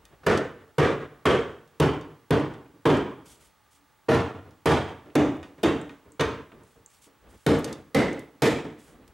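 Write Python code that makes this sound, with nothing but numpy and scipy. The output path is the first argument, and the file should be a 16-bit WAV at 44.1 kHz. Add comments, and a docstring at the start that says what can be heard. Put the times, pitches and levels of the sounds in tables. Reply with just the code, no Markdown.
"""Mallet on a metal housing

A rubber mallet lands fourteen blows on six spots of a cast metal housing on a bench in a garage.
Each blow is coloured noise with a bright snap, over decaying sines for the casting and the bench.
Softer copies rock the housing, filtered bursts tick, and swelling noise makes rustle, shuffle and air.
A quick limiter in the camera microphone flattens the peaks; its electronics add a whine of steady sines.
"""
import sys
import numpy as np
from scipy import signal
from scipy.fft import rfft, irfft
from scipy.io import wavfile
from scipy.ndimage import uniform_filter1d, minimum_filter1d

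SR = 44100
rng = np.random.default_rng(int(sys.argv[2]) if len(sys.argv) > 2 else 0)


def to_wav(s):
    """Save 16-bit WAV."""
    ch = np.atleast_2d(s).T  # columns
    pcm = np.round(np.clip(ch, -1, 1) * 32767)  # PCM
    wavfile.write(sys.argv[1], SR, pcm.astype(np.int16))


N = 402633

# when the mallet moves to another spot on the housing: (time [s])
MOVE_TIMES = [1.5, 3.5, 4.9, 6.0, 7.0]


def spot_at(s):
    """Number of the spot being struck at time s, counted by the moves so far."""
    return np.searchsorted(MOVE_TIMES, s)


# mallet blows: (time [s], strength [dB], left minus right [dB], rise [s], hardness [dB/octave], snap [dB],
# bench thump [dB], casting ring [dB], pitch of the clang that stands out [Hz], clang [dB])
BLOWS = [(0.264, -10.5, 0.3, 0.0065, -0.5, -5.5, -7.5, -8, 1960, 1),
         (0.782, -10.5, 0.4, .004, -0.5, -9.5, -3, 1, 3100, 2),
         (1.2542, -9.5, 0.3, 0.0031, -0.5, -11.5, -8, -1.5, 3220, 5),
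         (1.799, -11, 0.5, 0.0078, 0.56, -0.5, -2, -2, 3090, 7),
         (2.306, -12.5, 0.3, .004, -0.5, -7.5, -6.5, -2, 3180, 2.5),
         (2.854, -8.5, .3, 0.0027, 0, -18, -11, -2, 3100, 4),
         (4.084, -9, 0.3, 0.026, 0.5, -21.5, -10.5, 2.5, 1014, 0.5),
         (4.657, -9.5, -0.1, 0.0062, 1, -3, -9.5, 2, 3170, 5),
         (5.153, -10, 0.6, 0.0029, 0.5, -7, -12.5, -4, 3680, 1),
         (5.631, -13.5, 0, 0.0071, 1, -3, -30.5, 2.5, 3820, 5),
         (6.195, -19.5, 0.3, 0.0025, -1.5, -21, -8, 3, 6200, 7.5),
         (7.464, -10.5, 1, 0.0021, 0.5, -6.5, -5.5, -1, 2350, -1),
         (7.946, -10, 0.2, 0.0067, 0.5, -0.5, -6, -7.5, 2070, 6.5),
         (8.42, -13.5, 0.2, 0.0037, 2, -1, -4.5, 1, 2420, 5)]
# how strongly each spot sets the casting ringing, one list a spot: (pitch [Hz], level [dB])
SPOT_RINGS = [
    [(300, -3.5), (460, -6.5), (1000, 2), (2100, -3.5), (3100, 3.5), (3700, -5), (6300, -7.5)],
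    [(300, -7.5), (460, -4.5), (1000, -3.5), (2100, -5), (3100, 2), (3700, -2), (6300, -1)],
    [(300, -2), (460, -8.5), (1000, -1.5), (2100, 0), (3100, -6.5), (3700, -18.5), (6300, -9)],
    [(300, 0), (460, -10), (1000, -11.5), (2100, -5), (3100, 2), (3700, -3), (6300, 3.5)],
    [(300, -7), (460, -7.5), (1000, -7), (2100, -10), (3100, 6), (3700, -10), (6300, -2)],
    [(300, -6), (460, -5.5), (1000, -6), (2100, -0.5), (3100, -13), (3700, -4), (6300, -8)],
]


def mallet():
    """The main blows: each excites the casting modes as strongly as its spot allows."""
    blows = []
    for s, db, pan_db, *how in BLOWS:
        side_db = .5 * pan_db * np.array([[1], [-1]])
        blows.append((s, gain_of(db + side_db) * impact(s, *how, SPOT_RINGS[spot_at(s)])))
    return sum_at(blows)


def impact(s, rise_s, hardness, snap_db, thump_db, ring_db, clang_hz, clang_db, weights):
    """One contact: clatter, snap and the ring of casting and bench, shaped by a rise and a wobble."""
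    t = np.arange(SR) / SR
    room = echoes(build_s=0.0007) * np.clip(4 - 4 * t, 0, 1)  # fades out over the last quarter second

    def clang(f):
        """Close modes under the mallet ring harder."""
        width_hz = 164
        return clang_db * np.exp(-((f - clang_hz) / width_hz) ** 2)

    modes = ring(CASTING, lambda f: ring_db + clang(f) + read(weights, f), spread_db=1.5, detune=0.0047)
    modes += ring(BENCH, lambda f: thump_db, spread_db=3.0, detune=0.013)
    modes_in_room = signal.fftconvolve(room, modes[None], axes=1)[:, :SR]
    out = clatter(spot_at(s), room, hardness, clang) + snap(snap_db) + gain_of(-43.5) * modes_in_room
    add(out, 0, gain_of(-1.5) * modes)

    # the bass blooms more slowly than the rest
    bass = signal.sosfilt(signal.butter(N=1, Wn=358, fs=SR, output="sos"), out)
    out = out - bass * np.exp(-t / 0.012)
    # the housing shakes on the bench
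    wobble_db = 1.7 * wander(SR, grain=0.027 * SR) * np.minimum(t / 0.32, 1)
    rise = np.minimum(t / max(rise_s, .001), 1) ** 0.79
    return out * gain_of(wobble_db) * rise


# colour of a blow, one list a spot: (pitch [Hz], relative level [dB])
FACES = [
    [(29, -31), (50, -24), (80, -27.5), (160, -17), (197, -13.5), (322, -9.5), (467, -3.5), (524, -8.5),
     (835, -20), (1210, -17), (1840, -21.5), (8160, -45.5), (13000, -56.5)],
    [(29, -26.5), (50, -25.5), (156, -9), (232, -8.5), (286, 0), (361, -3.5), (425, -4), (693, -15),
     (960, -13), (1390, -20), (2600, -27.5), (3000, -29), (4060, -36), (13000, -54.5)],
    [(29, -45), (50, -37.5), (85, -3), (168, -8.5), (193, -8.5), (249, -4), (397, -4), (467, -4),
     (512, -6.5), (875, -11), (1760, -19.5), (3140, -27), (13000, -50.5)],
    [(29, -51.5), (50, -22), (232, -11.5), (293, 1.5), (337, -6.5), (456, -9), (562, -14), (895, -20),
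     (2800, -33.5), (3620, -36.5), (4360, -44.5), (6320, -46), (13000, -62)],
    [(29, -49), (50, -23), (85, -18.5), (188, -18.5), (267, -10.5), (353, -13), (456, -6), (524, -14.5),
     (617, -14), (816, -24), (895, -14.5), (3620, -28), (13000, -51)],
    [(29, -54), (50, -17), (76, -19), (300, 2.5), (378, -5.5), (467, 0), (537, -7), (662, -12),
     (1080, -18.5), (1880, -21.5), (2800, -28), (3450, -29), (13000, -50)],
]


def clatter(spot, room, hardness, clang):
    """Dull dense noise in the colour of the struck face; countless small modes make it uneven."""
    def colour_db(f):
        uneven_db = 1.9 * np.clip(f / 1500, 0, 1) * wander(len(f), grain=61)
        tilt_db = hardness * np.log2((f + 1) / 500)
        return read(FACES[spot], f) + clang(f) + tilt_db + uneven_db

    lead = np.zeros((2, 2048))  # room for the filter to settle
    sound = coloured(np.hstack([lead, room]), colour_db)[:, 2048:]
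    return sound / np.sqrt(np.mean(sound[:, :SR // 20] ** 2))  # rms 1 over the first 50 ms


def snap(db):
    """The bright crack of contact: noise around 2.5 kHz that falls 60 dB in 24 ms."""
    t = np.arange(SR) / SR
    return gain_of(db - 60 * t / 0.024) * noise(SR, lambda f: -4. * abs(np.log2((f + 1) / 2500)), SAME)


# modes of the casting, decay capped in ring(): (pitch [Hz], level [dB], 60 dB decay [s])
CASTING = [(297, -2, .18), (303.5, 0.5, 0.15), (343, 1, 0.22), (344.6, -10, 0.12), (467.4, -12.5, 0.26),
           (462.2, 6.5, 0.45), (485.6, 3.5, 0.074), (648, -15, 0.21), (638.3, -4, 0.28), (770, -3.5, 0.11),
           (928, -5, 0.14), (1169, -14, 0.4), (1260, -9.5, 0.17), (1480, -11.5, 0.2), (1867, -11.5, 0.22),
           (2040, -24, 0.23), (2366, -27.5, 0.26), (2490, -16.5, .14), (2945, -20.5, 0.17),
           (3244, -25, 0.227), (3520, -19.5, .18), (3670, -18, 0.18), (4450, -41.5, 0.081),
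           (4600, -26, 0.29), (5000, -48, 0.16), (5350, -31, .15), (6305, -28.5, 0.25)]
# modes of the bench, decay capped in ring(): (pitch [Hz], level [dB], 60 dB decay [s])
BENCH = [(93.9, -3, 0.49), (143, -19.5, 0.075), (155.5, 15, 0.11), (213.4, -2.5, 0.17)]


def ring(modes, colour_db, spread_db, detune):
    """Decaying sines; each blow lands a little elsewhere, so levels and pitches vary by chance."""
    hz, db, t60 = np.transpose(modes)[..., None]
    t60 = np.minimum(t60, .3)  # gasket and gloves damp every ring
    level_chance, pitch_chance = rng.standard_normal((2, len(modes), 1))
    t = np.arange(SR // 2) / SR
    level_db = db + colour_db(hz) + spread_db * level_chance - 60 * t / t60
    sines = np.sin(2 * np.pi * hz * (1 + detune * pitch_chance) * t)
    return (gain_of(level_db) * sines).sum(0)


# decay of the garage: (pitch [Hz], 60 dB decay [s])
GARAGE = [(60, 0.62), (160, 0.54), (420, 0.49), (650, 0.52), (1100, 0.55), (2200, 0.52), (3700, 0.51),
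          (4300, 0.42), (7700, 0.46), (15000, 0.24)]
# likeness of left and right: (pitch [Hz], likeness [0 to 1])
SAME = [(30, .5), (60, .93), (200, .99), (330, .995), (550, .94), (1000, .96), (2000, .96), (4000, .9),
        (8000, .86), (12000, .99)]


def echoes(build_s):
    """Dense garage reflections: noise of rms 1 that builds up quickly, each band dying at its own speed."""
    hz, t, bands = signal.stft(noise(SR, lambda f: 0 * f, SAME), SR, nperseg=256)
    decay = gain_of(-60 * t / read(GARAGE, hz)[:, None])
    tail = signal.istft(bands * decay, SR, nperseg=256)[1][:, :SR]
    return tail * (1 - np.exp(-np.arange(SR) / SR / build_s))


# the housing rocks back on the bench: (time [s], level [dB], hardness [dB/octave])
KNOCKS = [(0.232, -45, 1), (0.529, -58, -12), (1.001, -46.5, 1), (1.495, -55.5, 2.5), (2.099, -50, -0.5),
          (2.5, -40, -0.5), (2.737, -49.5, -4), (4.279, -44, -16), (4.453, -44.5, -2.5), (4.879, -49, 2.5),
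          (5.056, -43.5, -0.5), (5.367, -29, -12.5), (5.429, -44.5, 2.5), (5.579, -46, 1),
          (5.817, -39, -13), (5.891, -46.5, 2.5), (6.054, -47.5, -5), (6.516, -45.5, -4.5),
          (6.599, -49.5, -3.5), (6.757, -52, -5), (7.066, -53, 1), (7.674, -31, 1), (8.642, -32.5, -2),
          (8.92, -52, -6), (8.987, -49, -6)]
# how strongly rocking sets the casting ringing: (pitch [Hz], level [dB])
ROCKING_RING = [(300, -23.5), (460, -20.5), (1000, -30.5), (2100, -9.5), (3100, -16), (3700, -24),
                (6300, -13.5)]


def rocking():
    """Soft knocks excite the same casting and bench, but damped: they die sooner."""
    damping = gain_of(-60 * np.arange(SR) / SR / 1.8)
    knocks = []
    for s, db, hardness in KNOCKS:
        knock = impact(s, rise_s=.003, hardness=hardness, snap_db=-21, thump_db=-11.5, ring_db=0,
                       clang_hz=0, clang_db=0, weights=ROCKING_RING)
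        knocks.append((s, gain_of(db) * damping * knock))
    return sum_at(knocks)


# loose parts tick, and at 6.21 s the mallet strikes a second time: (time [s], level [dB], centre pitch [Hz], #
# width [octaves], 60 dB decay [s], casting ring relative to the tick [dB])
TICKS = [(0.0532, -45, 4500, 1.8, 0.018, -12.5), (0.375, -32, 5030, 1.06, 0.034, -15),
         (1.6761, -59, 4470, 2, 0.026, -50), (1.8522, -47, 4020, 1.7, 0.0079, -7),
         (2.0114, -46, 5000, 0.93, 0.016, -8), (2.398, -44, 5000, 1.1, 0.025, -16),
         (2.5381, -52, 3500, 1.5, .035, -2), (2.6604, -55, 2480, 0.42, 0.024, -20),
         (2.7387, -72, 2200, 1.5, .03, -22), (2.9688, -42.5, 6040, 0.75, 0.032, -11),
         (4.5082, -58, 3500, 1.8, .03, -30), (5.102, -53, 2470, 0.69, 0.027, -15),
         (5.4298, -44, 2830, 1.54, 0.017, 1.5), (5.8142, -43.5, 7700, 0.24, 0.02, -33),
         (5.8948, -39, 2000, 1, 0.014, -8), (6.1205, -46, 7540, 0.31, 0.011, -30),
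         (6.2087, -22, 2400, 1.8, 0.03, -2), (6.519, -48, 2460, 0.55, 0.029, -27),
         (6.6348, -56, 7940, 0.5, .02, -30), (6.8613, -39, 7200, 0.26, 0.0099, -35),
         (7.5894, -41, 10700, 1.2, .04, -35), (7.644, -29, 5600, 1.23, 0.035, -13),
         (7.7276, -34, 5500, 1.04, 0.024, -13), (8.13, -43.5, 6800, 0.73, 0.018, -23),
         (8.193, -41.5, 6960, 1.7, 0.016, -16), (9.078, -50, 5500, 2.8, .025, -15)]


def ticks():
    """Loose parts click at their own times and pitches; the row at 6.21 s is a second strike of the mallet."""
    return sum_at([(s, tick(*how)) for s, *how in TICKS])


def tick(db, hz, octaves, t60, ring_db):
    """A brief noise burst around a centre pitch with a faint echo, plus ringing ribs of the casting."""
    t = np.arange(SR // 2) / SR

    def bell(f):
        return np.maximum(-3 * (2 * np.log2((f + 1) / hz) / max(octaves, .1)) ** 2, -80)

    decay_and_echo = gain_of(-60 * t / t60) + gain_of(-21 - 60 * t / 0.37)
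    burst = noise(len(t), bell, SAME) * decay_and_echo
    ribs = ring(CASTING, bell, spread_db=2.5, detune=0.0028) * gain_of(-60 * t / 0.42)  # still held, so damped
    ribs = ribs / np.sqrt(np.mean(ribs[:SR // 100] ** 2))  # rms 1 over the first 10 ms
    return gain_of(db) * (burst + gain_of(ring_db) * ribs)


# cloth and gloves slide: (start [s], length [s], level [dB])
RUSTLES = [(3.24, 0.2, -53), (3.39, 0.16, -57.5), (3.7, 0.14, -61), (6.625, 0.24, -66), (6.88, 0.21, -60.5),
           (7.01, 0.11, -56), (7.26, 0.4, -63.5), (8.77, 0.26, -58.5)]
# colour of cloth: (pitch [Hz], relative level [dB])
CLOTH = [(880, -51), (1500, 11), (1760, -25), (1960, 4), (3380, 8.5), (4000, 3.5), (8490, 8.5), (16000, -5)]


def rustle():
    """Sliding gloves and sleeves: bright noise that starts fast, fades slowly and flutters finely."""
    return moving(RUSTLES, CLOTH, rise=0.11, fall=0.56, flutter_db=1.5, flutter_s=0.0065)


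# low shuffling: (start [s], length [s], level [dB])
SHUFFLES = [(-.1, 0.5, -53.5), (3.25, 0.29, -56.5), (6.45, 0.5, -66.5), (7.18, 0.22, -47.5),
            (8.76, 0.41, -48)]
# colour of the rumble: (pitch [Hz], relative level [dB])
RUMBLE = [(24, -32), (40, 18), (97, -6), (445, -6.5), (890, -14.5), (961, -16), (1170, -15), (4000, -29.5),
          (5200, -65), (8800, -120)]


def shuffle():
    """A low rumble in short stretches, with a coarser flutter."""
    return moving(SHUFFLES, RUMBLE, rise=0.23, fall=0.17, flutter_db=3.0, flutter_s=.03)


def moving(rows, colour, rise, fall, flutter_db, flutter_s):
    """Noise that swells, holds, fades and flutters; rise and fall are shares of each length."""
    t = np.arange(N) / SR
    level = np.zeros(N)
    for s, length, db in rows:
        ramp = np.minimum((t - s) / rise, (s + length - t) / fall) / length
        level += gain_of(db) * np.clip(ramp, 0, 1) ** 2
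    flutter = gain_of(flutter_db * wander(N, flutter_s * SR))
    return level * flutter * noise(N, lambda f: read(colour, f), SAME)


# colour of the quiet garage: (pitch [Hz], relative level [dB])
AIR = [(15, -59), (25, 7.5), (191, -7), (709, -12), (879, -3.5), (1030, -14), (1150, -3.5), (1310, -10.5),
       (1960, -12.5), (2370, -16.5), (3090, -17.5), (5420, -22), (15000, -25)]
# likeness of left and right in the air: (pitch [Hz], likeness [0 to 1])
SAME_AIR = [(60, .5), (240, 0.46), (950, 0.97), (3800, 1), (12000, 0.24)]


def garage_air():
    """The quiet bed: steady coloured noise, its left-right likeness set by band."""
    return gain_of(-59.5) * noise(N, lambda f: read(AIR, f), SAME_AIR)


# whine of the electronics: (pitch [Hz], level [dB rms])
WHINE = [(15735, -77), (15676, -90), (15617, -93)]


def whine():
    """Thin steady sines from the microphone electronics."""
    t = np.arange(N) / SR
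    return sum(np.sqrt(2) * gain_of(db) * np.sin(2 * np.pi * hz * t) for hz, db in WHINE)


def gain_of(db):
    """Decibels to a factor."""
    return 10 ** (np.asarray(db) / 20)


def evened(x):
    """Scales to rms 1."""
    return x / np.sqrt(np.mean(x ** 2) + 1e-20)


def read(points, hz):
    """Looks a table up on a log-frequency axis."""
    f, value = np.transpose(points)
    return np.interp(np.log(hz + 1), np.log(f + 1), value)


def add(mix, s, sound):
    """Mixes a sound in at time s, cut at the end of the mix."""
    part = mix[..., round(s * SR):][..., :sound.shape[-1]]
    part += sound[..., :part.shape[-1]]


def sum_at(sounds):
    """Mixes (time, sound) pairs."""
    out = np.zeros((2, N))
    for s, sound in sounds:
        add(out, s, sound)
    return out


def coloured(x, db_of_hz):
    """Filters x by a level rule over frequency."""
    size = x.shape[-1]
    return irfft(rfft(x) * gain_of(db_of_hz(np.fft.rfftfreq(size, 1 / SR))), size)


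def noise(size, db_of_hz, same):
    """Two channels of coloured noise of rms 1, as alike in each band as the table same says."""
    left, other = rfft(rng.standard_normal((2, size)))
    likeness = np.clip(read(same, np.fft.rfftfreq(size, 1 / SR)), 0, 1)
    right = likeness * left + np.sqrt(1 - likeness ** 2) * other
    return evened(coloured(irfft([left, right], size), db_of_hz))


def wander(size, grain):
    """Smooth chance of rms 1 that changes over grain steps."""
    width = max(round(grain), 1)
    return evened(uniform_filter1d(uniform_filter1d(rng.standard_normal(size), width), width))


def scene():
    """All sources over the quiet air of the garage."""
    return mallet() + rocking() + ticks() + rustle() + shuffle() + garage_air()


# balance of the microphone pair: (pitch [Hz], left minus right [dB])
LEAN = [(30, 3.5), (60, 2.5), (125, -.4), (500, -1.2), (4000, -1), (12000, -.3)]
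# treble response of the microphones: (pitch [Hz], level [dB])
CAPSULE = [(11000, -3.5), (13500, -5), (16000, -24.5)]


def record(dry):
    """Two microphones lean by band and lose bass; a limiter holds the peaks; then whine and band limit."""
    left = coloured(dry[0], lambda f: .5 * read(LEAN, f))
    right = coloured(dry[1], lambda f: -.5 * read(LEAN, f))
    pair = coloured(np.array([left, right]), lambda f: read(CAPSULE, f))
    bass_cut = signal.butter(N=4, Wn=62, btype="high", fs=SR, output="sos")
    pair = signal.sosfilt(bass_cut, pair)

    threshold_db, recovery_db_per_s = -10.5, 660.0
    peak = -minimum_filter1d(-abs(pair).max(0), size=129)  # running maximum of the louder side
    peak_db = 20 * np.log10(peak + 1e-9)
    fall = np.arange(N) * recovery_db_per_s / SR
    envelope_db = np.maximum.accumulate(peak_db + fall) - fall  # jumps up at once, falls steadily
    over_db = np.maximum(envelope_db - threshold_db, 0)
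    held = pair / gain_of(0.95 * uniform_filter1d(over_db, size=201))  # takes off 95 % of the excess dB

    band_limit = signal.firwin(511, 16400, window=("kaiser", 9), fs=SR)  # low-pass [Hz]
    return signal.oaconvolve(held + whine(), band_limit[None], "same")


dry = scene()
out = record(dry)
to_wav(out)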